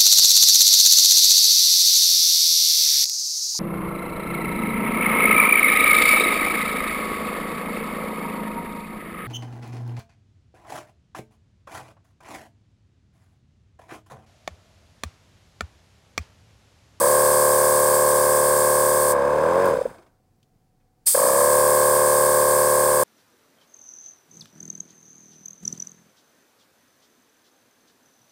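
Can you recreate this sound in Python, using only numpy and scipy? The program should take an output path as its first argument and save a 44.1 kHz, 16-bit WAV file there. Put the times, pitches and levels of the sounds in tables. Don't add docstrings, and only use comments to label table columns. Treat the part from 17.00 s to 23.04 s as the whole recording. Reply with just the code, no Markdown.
import sys
import numpy as np
from scipy import signal
from scipy.fft import rfft, irfft, next_fast_len
from scipy.io import wavfile
from scipy.ndimage import uniform_filter1d

SR = 44100
rng = np.random.default_rng(int(sys.argv[2]) if len(sys.argv) > 2 else 0)


def wav_out(sig):
    wavfile.write(sys.argv[1], SR, np.round(np.clip(np.atleast_2d(sig).T, -1, 1) * 32767).astype(np.int16))


N = 266187
TIME = np.arange(N) / SR

START_S, CUT_OFF_S, STOP_S, RESTART_S = -.25, 2.68, 2.885, 4.145
RUN_TURNS_PER_S = 36.758

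# opens in seconds, shuts in seconds,
# level at opening in dB (before blast and flicker), sag in dB per second.
TRIGGER_PULLS = [(-.25, 2.122, -22.1, .9), (4.054, 6.2, -22.8, .6)]


def undb(db):
    return 10 ** (np.asarray(db) / 20)


def unit(x):
    return x / np.sqrt(np.mean(x ** 2) + 1e-20)


def noise(spectrum):
    hz, db = np.transpose(spectrum)
    size = next_fast_len(N)
    f = np.maximum(np.fft.rfftfreq(size, 1 / SR), 1)
    gain = undb(np.interp(np.log(f), np.log(hz), db))
    gain = gain * np.minimum(f / hz[0], 1) ** 2
    white = rfft(rng.standard_normal(size))
    return unit(irfft(white * gain, size)[:N])


def resonate(x, hz, width_hz):
    b, a = signal.iirpeak(hz, hz / width_hz, fs=SR)
    return signal.lfilter(b, a, x)


def walk(rate):
    k = max(int(SR / rate), 1)
    steps = np.repeat(rng.standard_normal(N // k + 1), k)
    return 1.2 * uniform_filter1d(uniform_filter1d(steps, k), k)[:N]


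def burst(start, decay):
    age = TIME - start
    return rng.standard_normal(N) * (age > 0) * np.exp(-np.clip(age / decay, 0, 40))


def hose(at, fill_power=2.1, choke_s=.14, vent_s=.06):
    shuts, opens = TRIGGER_PULLS[0][1], TRIGGER_PULLS[1][0]
    shut_for = np.maximum(at - shuts, 0)
    held = np.exp(-np.maximum(at - opens, 0) / vent_s)
    choked = 1 - np.exp(-shut_for / choke_s)
    pressure = np.minimum(shut_for / (CUT_OFF_S - shuts), 1) ** fill_power
    return choked * held, pressure * held


def motor(at, settle_s=.33):
    first = at < RESTART_S
    age = at - np.where(first, START_S, RESTART_S)
    unsettled = np.exp(-(age / settle_s) ** 4)
    coasted = first * np.clip((at - CUT_OFF_S) / (STOP_S - CUT_OFF_S), 0, 1)
    return age, unsettled, coasted


def first_run_speed():
    # time in seconds, crank speed in turns per second.
    speed_points = [(0, 33.68), (.1, 36.87), (2.1, 36.797), (2.2, 34.16), (2.4, 38.29), (2.6, 46.43),
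                    (2.68, 46.45), (2.8, 20.59), (2.885, 0)]
    return np.interp(TIME, *np.transpose(speed_points))


def restart_speed(kick_turns_per_s=14.82, spin_up_s=.0931):
    age = np.maximum(TIME - RESTART_S, 0)
    shortfall = (RUN_TURNS_PER_S - kick_turns_per_s) * np.exp(-age / spin_up_s)
    return (age > 0) * (RUN_TURNS_PER_S - shortfall)


def crank(speed, angle):
    return angle + np.cumsum(speed) / SR


def stroke_pitch(when, start_rise=.028, pressure_drop=.012, coast_drop=.03):
    (_, pressure), (_, unsettled, coasted) = hose(when), motor(when)
    return 1 + start_rise * unsettled - pressure_drop * pressure - coast_drop * coasted


def stroke_roughness(when, steady=.08, after_start=.14, when_choked=.27):
    (choked, _), (_, unsettled, coasted) = hose(when), motor(when)
    return steady + after_start * unsettled + when_choked * choked * (1 - coasted)


def stroke_slap_db(when, free_db=.5, start_db=-1.5, choked_db=-6, pressure_db=3, coast_db=-16):
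    (choked, pressure), (_, unsettled, coasted) = hose(when), motor(when)
    load_db = choked_db * choked + pressure_db * pressure
    return free_db + start_db * unsettled + load_db + coast_db * coasted


def stroke_db(when, choke_loss_db, pressure_loss_db, coast_loss_db, fresh_db=.7, sag_db_per_s=.65):
    (choked, pressure), (age, _, coasted) = hose(when), motor(when)
    loss_db = choke_loss_db * choked + pressure_loss_db * pressure + coast_loss_db * coasted
    return fresh_db - sag_db_per_s * age - loss_db


def reeds(turns, swell=0.56, pitch_scatter=.04, time_scatter_s=0.00036, scatter_db=3.0):
    valve_rows = [(-.007, .01158, 530, 0.11, 1.85, -12.5, 2, .05, -1.2, 0, 2.5),
                  (.489, .01026, 536, 0.32, 1.28, -12.5, -1, .05, 2.5, 0, -2),
                  (-.215, .01067, 1054, -0.32, 1.8, -16, -29.5, .14, 1, 0, 20),
                  (.242, .00514, 945.7, 0.55, .68, -22.2, -32, -.15, -2, 2, 16)]
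    # multiple of the flutter pitch, level in dB.
    slap_overtones = [(2, -11), (3, -14.5), (4, -29.5)]
    out = np.zeros(N)
    for angle, length, hz, glide, late, db, slap_db, choked_shift, *losses_db in valve_rows:
        strokes = np.arange(np.ceil(turns[0] - angle), turns[-1] - angle) + angle
        due = np.interp(strokes, turns, TIME)
        (choked, _), (_, _, coasted) = hose(due), motor(due)
        shift = choked_shift * choked * (1 - coasted)
        when = np.interp(strokes - shift, turns, TIME)[:, None]
        chance = rng.standard_normal((3, len(when), 1)) * stroke_roughness(when)
        opens = when - length / 2 + time_scatter_s * chance[0]
        index = (opens * SR).astype(int) + np.arange(int(length * SR) + 2)
        progress = np.clip((index / SR - opens) / length, 0, 1)
        lift = np.abs(np.sin(np.pi * progress ** late)) ** swell
        cycles = hz * stroke_pitch(when) * (1 + pitch_scatter * chance[1]) * length
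        middle = progress - .5
        phase = 2 * np.pi * cycles * (middle + glide * middle ** 2 / 2)
        slap = sum(undb(d) * np.cos(round(k) * phase) for k, d in slap_overtones)
        slap_gain = undb(slap_db + stroke_slap_db(when))
        flutter = lift * np.cos(phase) + slap_gain * lift ** 1.11 * slap
        size = undb(db + stroke_db(when, *losses_db) + scatter_db * chance[2])
        out -= np.bincount(np.clip(index, 0, N - 1).ravel(), (size * flutter).ravel(), N)
    return out


def frame(turns, thrust_angle=.1, odd_db=-9, motor_db=-59):
    # frequency in Hz, level in dB (before hum_gain).
    frame_response = [(45, -49), (73, -43), (110, -52.5), (147, -40), (185, -40.5), (208, -39.5),
                      (222, -45.5), (257, -40), (295, -40.5), (345, -33), (372, -33), (420, -36),
                      (500, -48)]
    speed = np.maximum(np.gradient(turns) * SR, 1)
    hz, db = np.transpose(frame_response)
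    hum = np.zeros(N)
    for k in (2, 3, 4, 5, 6, 7, 8, 10):
        level_db = np.interp(k * speed, hz, db) + odd_db * (k % 2)
        hum += undb(level_db) * np.cos(2 * np.pi * k * (turns - thrust_angle))
    whine = np.sin(2 * np.pi * 71 * turns)
    return hum + undb(motor_db) * whine


def hum_gain(speed, running_db=1.1, speed_power=2.1, start_db=-2.5):
    _, unsettled, _ = motor(TIME)
    return undb(running_db + start_db * unsettled) * (speed / RUN_TURNS_PER_S) ** speed_power


def machine_gain(name, die_away_db_per_s=120):
    noise_levels = {"bearings": (-47, 0, 4, -2, -13), "rattle": (-38, 7, 3.5, 2, -18.5),
                    "thud": (-65, 0, 19, 11, -1)}
    running_db, choked_db, pressure_db, start_db, coast_db = noise_levels[name]
    (choked, pressure), (_, unsettled, coasted) = hose(TIME), motor(TIME)
    at_rest_s = (TIME < RESTART_S) * np.maximum(TIME - STOP_S, 0)
    load_db = choked_db * choked + pressure_db * pressure + start_db * unsettled + coast_db * coasted
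    return undb(running_db + load_db - die_away_db_per_s * at_rest_s)


def compressor(rattle_depth=0.44, hiss_depth=0.21, intake_hz=500, intake_width_hz=30, intake_db=-17,
               muffle_hz=2650):
    # frequency in Hz, level in dB.
    bearing_colour = [(1800, -9.5), (2600, -0.5), (3300, -5.5), (3800, -0.5), (4400, -5), (5000, 0),
                      (5700, -6.5), (7000, -4), (8500, 1), (10500, -5.5), (12300, -11.5), (15800, -16.5)]
    rattle_colour = [(90, -19), (200, -15.5), (380, -7.5), (540, -3.5), (760, -3.5), (1000, 0.5),
                     (1280, -8.5), (1530, -4), (1900, -17), (2200, -18.5), (2700, -23.5), (3500, -38)]
    thud_colour = [(20, -18.5), (45, 0), (100, -3), (200, -1.5), (400, -8.5), (800, -38.5)]
    first_speed, second_speed = first_run_speed(), restart_speed()
    first, second = crank(first_speed, -.502), crank(second_speed, -.101)
    turns = np.where(TIME < RESTART_S, first, second)
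    valves = reeds(first) + reeds(second)
    valves = valves + undb(intake_db) * resonate(valves, intake_hz, intake_width_hz)
    tones = valves + frame(turns) * hum_gain(first_speed + second_speed)
    tones = signal.sosfilt(signal.butter(5, 56, "high", fs=SR, output="sos"), tones)
    tones = signal.sosfilt(signal.butter(6, muffle_hz, fs=SR, output="sos"), tones)
    rattle_throb = 1 + rattle_depth * np.cos(4 * np.pi * turns)
    hiss_throb = 1 + hiss_depth * np.cos(2 * np.pi * turns)
    rattle = noise(rattle_colour) * rattle_throb * machine_gain("rattle")
    hiss = noise(bearing_colour) * hiss_throb * machine_gain("bearings")
    thud = noise(thud_colour) * machine_gain("thud")
    return tones + rattle + hiss + thud


def air_gun(flicker_db=0.29, attack_s=.018, release_s=.009, blast_db=14):
    # frequency in Hz, level in dB.
    jet_colour = [(150, -40.5), (900, -28), (2800, -25.5), (3600, -22), (4900, -13), (6300, -15),
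                  (7300, -9.5), (7900, -2.5), (8500, 0), (9800, -3.5), (10400, -5.5), (12200, -11.5),
                  (14300, -6.5), (15800, -12.5)]
    _, pressure = hose(TIME)
    flow = np.zeros(N)
    for opens, shuts, db, sag_db_per_s in TRIGGER_PULLS:
        age = np.maximum(TIME - opens, 0)
        opening = np.minimum(age / attack_s, 1) ** 3
        closing = np.exp(-np.maximum(TIME - shuts, 0) / release_s)
        flow += opening * closing * undb(db - sag_db_per_s * age)
    return noise(jet_colour) * flow * undb(blast_db * pressure + flicker_db * walk(60))


def background(room_db=-64.5, swell_db=1.5, waver_db=0.2):
    # frequency in Hz, level in dB.
    room_colour = [(15, -33), (25, -2.5), (66, -16), (86, -7.5), (142, -6), (172, -11), (394, -20),
                   (501, -18), (588, -27.5), (749, -21.5), (927, -29.5), (3350, -41.5), (4500, -38.5),
                   (15000, -43.5)]
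    # frequency in Hz, level in dB before the waver.
    whine_tones = [(748.3, -80), (726.7, -86), (96.9, -78), (140, -78.5)]
    tones = sum(undb(db) * np.sqrt(2) * np.sin(2 * np.pi * hz * TIME) for hz, db in whine_tones)
    room = noise(room_colour) * undb(room_db + swell_db * walk(9))
    return room + tones * undb(waver_db * walk(7.6))


def workshop(x, t60_low_s=.42, t60_high_s=.3, wet_db=-21):
    t = TIME[:SR // 2]
    low, high = rng.standard_normal((2, len(t)))
    low = signal.sosfilt(signal.butter(2, 2000, fs=SR, output="sos"), low)
    low = low * undb(-60 * t / t60_low_s)
    high = signal.sosfilt(signal.butter(2, 2000, "high", fs=SR, output="sos"), high)
    high = high * undb(-60 * t / t60_high_s)
    tail = (low + high) * (t > .005)
    return x + undb(wet_db) * signal.fftconvolve(x, tail / np.sqrt(np.sum(tail ** 2)))[:N]


def bench(x, scatter_db=-10, spread_s=.0025):
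    t = TIME[:SR // 64]
    echoes = rng.standard_normal(len(t)) * np.exp(-t / spread_s) * (t > .0004)
    echoes = signal.sosfilt(signal.butter(4, 3000, "high", fs=SR, output="sos"), echoes)
    return x + undb(scatter_db) * signal.fftconvolve(x, echoes / np.sqrt(np.sum(echoes ** 2)))[:N]


def knocks(first_s=2.944, period_s=.04, first_db=-45, fall_db=2.2, contact_s=.012, count=4):
    # frequency in Hz, width in Hz, level in dB.
    casing_rings = [(350, 37, 22), (646, 55, 20), (930, 98, 8), (1530, 150, -4), (2130, 100, -4),
                    (3800, 100, -12)]
    # start in seconds, level in dB (applied to the filtered burst),
    # centre in Hz, decay in seconds.
    tick_rows = [(2.656, -28.5, 11000, .005), (2.677, -33.5, 11000, .005), (2.70, -36.5, 10000, .005),
                 (2.755, -41.5, 10000, .005), (3.429, -53, 3500, .005), (3.8, -63.5, 1500, .025)]
    blows = np.zeros(N)
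    for k in range(count):
        blows += undb(first_db - fall_db * k) * burst(first_s + k * period_s, contact_s)
    casing = sum(undb(db) * resonate(blows, hz, width) for hz, width, db in casing_rings)
    ticks = sum(undb(db) * resonate(burst(s, decay), hz, 0.64 * hz) for s, db, hz, decay in tick_rows)
    return casing + ticks


def scene():
    machine = compressor() + air_gun() + knocks()
    return (bench(workshop(machine)) + background())[None]


def record(dry, top_hz=15800):
    return signal.sosfilt(signal.ellip(10, .2, 80, top_hz, fs=SR, output="sos"), dry)


dry = scene()
out = record(dry)
wav_out(out)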